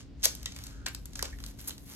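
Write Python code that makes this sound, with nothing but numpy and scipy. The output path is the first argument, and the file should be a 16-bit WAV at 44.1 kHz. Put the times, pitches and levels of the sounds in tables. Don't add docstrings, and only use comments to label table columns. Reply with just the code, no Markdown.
import sys
import numpy as np
from scipy import signal
from scipy.fft import rfft, irfft, next_fast_len
from scipy.io import wavfile

SR = 44100
rng = np.random.default_rng(int(sys.argv[2]) if len(sys.argv) > 2 else 0)


def master(y):
    cut = np.clip(np.atleast_2d(y).T, -1, 1)
    pcm = np.round(cut * 32767)
    wavfile.write(sys.argv[1], SR, pcm.astype(np.int16))


N = 85995

# lower_hz, upper_hz
BANDS_HZ = [(350, 1200), (1200, 3500), (3500, 9000), (9000, 16000)]
TICK_DECAY_S = 0.00056
SLIDE_TICKS_PER_S, SLIDE_SCATTER_DB = 1500, 2.5
BURST_SPAN_S = 0.004


def amp(db):
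    return 10 ** (np.asarray(db) / 20)


def unit(x):
    return x / np.sqrt(np.mean(x ** 2) + 1e-20)


def add(out, x, start_s):
    i = max(int(start_s * SR), 0)
    out[:, i:i + x.shape[1]] += x[:, :N - i]


def colour(x, points):
    hz, db = np.array(points).T
    size = 2 * next_fast_len(x.shape[-1])
    bins_hz = np.maximum(np.fft.rfftfreq(size, 1 / SR), 1)
    gain = amp(np.interp(np.log(bins_hz), np.log(hz), db))
    cepstrum = irfft(np.log(gain))
    cepstrum[1:size // 2] *= 2
    cepstrum[size // 2 + 1:] = 0
    return irfft(rfft(x, size) * np.exp(rfft(cepstrum)))[..., :x.shape[-1]]


def noise_pair(apart, size):
    common = np.sqrt(1 - apart) * rng.standard_normal(size)
    return common + np.sqrt(apart) * rng.standard_normal((2, size))


def wide_noise(points, side_db):
    mid, side = (unit(colour(rng.standard_normal(N), points)) for _ in range(2))
    return mid + amp(side_db) * side * np.array([[1], [-1]])


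def background():
    # time_s, level_db
    rumble_levels = [(0, -51), (.85, -48), (1.13, -48), (1.4, -46), (1.56, -53)]
    # freq_hz, gain_db
    rumble_spectrum = [(20, -41), (42, 10.5), (52, 14), (78, 5.5), (160, -57.5)]
    # pitch_hz, level_db
    hum_tones = [(119.7, -60), (277, -60.5)]
    # freq_hz, gain_db
    air_spectrum = [(40, -33.5), (90, 5), (230, -1.5), (330, -7.5), (500, -15.5), (1200, -27.5),
                    (5000, -31), (15000, -66)]
    t = np.arange(N) / SR
    swell = amp(np.interp(t, *np.array(rumble_levels).T) + 2)
    pan = amp([[1], [-1]])
    rumble = wide_noise(rumble_spectrum, side_db=-54) * swell * pan
    hum = sum(amp(db) * np.sqrt(2) * np.sin(2 * np.pi * (hz * t + rng.random())) for hz, db in hum_tones)
    air = wide_noise(air_spectrum, side_db=-3.5) * amp(-53)
    return rumble + hum + air


def room(x, delay_s=0.003, build_s=0.0044):
    # centre_hz, t60_s, gain_db
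    bands = [(400, 0.4, -10.5), (2130, 0.21, -5.5), (6200, 0.25, -10), (11700, 0.21, -14.5)]
    centres_hz, t60s_s, gains_db = np.array(bands).T
    t = np.arange(SR // 2) / SR
    bins_hz = np.maximum(np.fft.rfftfreq(len(t), 1 / SR), 1)
    spectrum = rfft(noise_pair(apart=0.55, size=len(t)))
    onset = np.clip((t - delay_s) / build_s, 0, 1)
    tail = 0
    for selector, t60_s, db in zip(np.eye(len(bands)), t60s_s, gains_db):
        weight = np.interp(np.log(bins_hz), np.log(centres_hz), selector)
        envelope = onset * np.exp(-np.log(1000) * t / t60_s)
        tail += irfft(spectrum * weight, len(t)) * envelope / np.linalg.norm(envelope) * amp(db)
    return signal.fftconvolve(x, tail, axes=1)[:, :N]


def microphone_pair(x):
    # freq_hz, phase_rad
    lead = [(0, 0), (2500, -2), (5000, -3), (6200, -5), (7500, -4), (9200, -4.5), (12100, 2), (14500, 1)]
    phase_rad = np.interp(np.fft.rfftfreq(N, 1 / SR), *np.array(lead).T)
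    return irfft(rfft(x) * np.exp(0.5j * phase_rad * np.array([[1], [-1]])), N)


def ticks(rate_per_s, scatter_db, decay_s, size):
    fires = rng.random(size) < rate_per_s / SR
    hits = fires * amp(scatter_db * np.clip(rng.standard_normal(size), -2, 2))
    power = signal.lfilter([1], [1, -np.exp(-2 / (decay_s * SR))], hits ** 2)
    return np.sqrt(power + 1e-6)


def film(drive, band_hz, narrowing_hz=3080):
    # freq_hz, gain_db
    response = [(950, -2.5), (1500, 1.5), (4300, 4), (7400, 5.5), (9100, -0.5), (13000, 1), (15500, -16.5)]
    apart = 0.64 / (1 + (band_hz[0] / narrowing_hz) ** 2)
    crackle = drive * noise_pair(apart, len(drive))
    bandpass = signal.butter(3, band_hz, "bandpass", fs=SR, output="sos")
    return unit(colour(signal.sosfilt(bandpass, crackle), response))


def around(centre_hz, width_oct):
    return centre_hz * 2 ** (np.array([-0.5, 0.5]) * width_oct)


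def rustle():
    # time_s, level_db, top_offset_db
    motion = [(0, -47.5, -17), (0.13, -106, -25), (.228, -49, -9.5), (.44, -58, -13), (.66, -52.5, -6),
              (0.831, -68, -20), (0.921, -71, 9.5), (1.04, -70, -3), (1.3, -53.5, -10), (1.37, -66.5, -0.5),
              (1.48, -53.5, -2), (1.56, -68.5, -4), (1.61, -57, 2.5), (1.71, -51, -7), (1.76, -69, 3),
              (1.831, -66.5, 5.5), (1.912, -50.5, -2.5)]
    balance = [-11, -7.5, -1.5, 0]
    times_s, level_db, top_offset_db = np.array(motion).T
    t = np.arange(N) / SR
    drive = ticks(SLIDE_TICKS_PER_S, SLIDE_SCATTER_DB, TICK_DECAY_S, N)
    low, mid, high, top = (film(drive, band_hz) * amp(db) for band_hz, db in zip(BANDS_HZ, balance))
    top *= amp(np.interp(t, times_s, top_offset_db))
    return (low + mid + high + top) * amp(np.interp(t, times_s, level_db))


def rubs():
    # peak_s, width_s, pitch_hz, level_db
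    squeaks = [(0.8, 0.21, 1430, -62.5), (1.333, 0.01, 1900, -48)]
    out, t = np.zeros((2, N)), np.arange(N) / SR
    for peak_s, width_s, pitch_hz, level_db in squeaks:
        slips = ticks(SLIDE_TICKS_PER_S, SLIDE_SCATTER_DB, TICK_DECAY_S, N)
        swell = np.exp(-2 * ((t - peak_s) / width_s) ** 2)
        out += film(slips, around(pitch_hz, width_oct=0.42)) * amp(level_db) * swell
    return out


def pops(decay_s=0.003):
    # start_s, pitch_hz, width_oct, level_db
    panels = [(.259, 504, 0.76, -34.5), (.459, 3510, 0.42, -34.5), (.461, 1980, 0.21, -41.5),
              (0.8618, 976, 0.3, -42.5), (0.862, 1710, 0.33, -36.5), (1.193, 1740, 0.59, -36),
              (1.2256, 940, 0.76, -35.5), (1.227, 404, 1, -34.5), (1.706, 3580, 0.43, -40.5)]
    out, t = np.zeros((2, N)), np.arange(2048) / SR
    span_gain = np.sqrt(BURST_SPAN_S * SR / len(t))
    for start_s, pitch_hz, width_oct, level_db in panels:
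        knock = film(np.exp(-t / decay_s), around(pitch_hz, width_oct))
        add(out, knock * amp(level_db) * span_gain, start_s)
    return out


def snaps(trim_db=-2, low_re_mid_db=-7.5):
    # start_s, mid_db, high_db, top_db
    creases = [(0.2308, -58, -30, -50), (0.235, -37, -28, -48), (0.238, -38, -32, -33),
               (0.351, -60, -40, -39.5), (0.4293, -51.5, -42, -45.5), (0.4578, -39, -28.5, -40.5),
               (0.521, -49.5, -41.5, -66), (0.5625, -44, -40.5, -47), (0.5874, -48, -43, -50),
               (0.638, -58, -40.5, -44.5), (0.6678, -53.5, -41, -47), (0.861, -35, -28.5, -42.5),
               (0.8644, -37, -28.5, -48), (0.869, -46, -45, -45), (0.8842, -38.5, -39, -39.5),
               (0.9482, -43, -33, -38), (1.056, -52.5, -41.5, -41), (1.133, -58, -46.5, -54),
               (1.1548, -43.5, -33, -52), (1.1917, -44.5, -35, -44), (1.2259, -38, -24.5, -32),
               (1.387, -51.5, -50, -65), (1.4029, -50.5, -48, -53), (1.4386, -45, -36.5, -52),
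               (1.4628, -70, -39.5, -46.0), (1.6123, -54, -59, -44.5), (1.7063, -46.5, -40.5, -53),
               (1.7803, -54, -45, -52)]
    out, t = np.zeros((2, N)), np.arange(2048) / SR
    span_gain = np.sqrt(BURST_SPAN_S * SR / len(t))
    decays_s = np.geomspace(0.0048, 0.0021, len(BANDS_HZ))
    for start_s, mid_db, high_db, top_db in creases:
        grain = 0.18 + ticks(rate_per_s=3300, scatter_db=1.5, decay_s=0.00014, size=len(t))
        levels_db = [mid_db + low_re_mid_db, mid_db, high_db, top_db]
        for band_hz, db, decay_s in zip(BANDS_HZ, levels_db, decays_s):
            crack = film(grain * np.exp(-t / decay_s), band_hz)
            add(out, crack * amp(db + trim_db) * span_gain, start_s)
    return out


def film_ring(x, t60_s=0.088, gain_db=-21.5):
    # pitch_hz, relative_db
    modes = [(5184, -15), (5859, 3), (7036, 4), (7520, 7.5)]
    t = np.arange(SR // 2) / SR
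    ring = sum(amp(db) * np.sin(2 * np.pi * hz * t) for hz, db in modes)
    ring *= np.exp(-np.log(1000) * t / t60_s)
    return amp(gain_db) * signal.fftconvolve(x, [ring / np.linalg.norm(ring)], axes=1)[:, :N]


def tick_runs():
    # start_s, length_s, swell_db, low_db, mid_db, high_db, top_db
    runs = [(.239, .0135, 1, -50, -36, -24.5, -28), (.2524, .0046, 2, -46, -31, -16.5, -20),
            (.258, 0.0088, -20, -42, -47, -39, -39), (0.871, 0.013, -3, -49, -42, -52, -58),
            (1.162, 0.057, 3, -59, -70, -53, -59), (1.241, 0.0192, 1, -49, -47, -42.5, -53),
            (1.588, 0.019, 1, -67, -56, -50, -57), (1.674, 0.0135, 12, -55, -53, -42, -34),
            (1.688, 0.008, -4, -51, -49, -42, -42)]
    out, t = np.zeros((2, N)), np.arange(4096) / SR
    for start_s, length_s, swell_db, *levels_db in runs:
        swell = amp(swell_db * np.minimum(t / length_s, 1))
        release = np.exp(-np.maximum(t - length_s, 0) / TICK_DECAY_S)
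        grain = 0.35 + ticks(rate_per_s=830, scatter_db=5.5, decay_s=TICK_DECAY_S, size=len(t))
        span_gain = np.sqrt(length_s * SR / len(t))
        for band_hz, db in zip(BANDS_HZ, levels_db):
            add(out, film(swell * release * grain, band_hz) * amp(db) * span_gain, start_s)
    return out + film_ring(out)


def scene():
    wrapper = snaps() + pops() + tick_runs() + rubs() + rustle()
    return microphone_pair(wrapper + room(wrapper)) + background()


def record(dry):
    return signal.sosfilt(signal.ellip(8, 0.2, 80, 16300, fs=SR, output="sos"), dry)


dry = scene()
out = record(dry)
master(out)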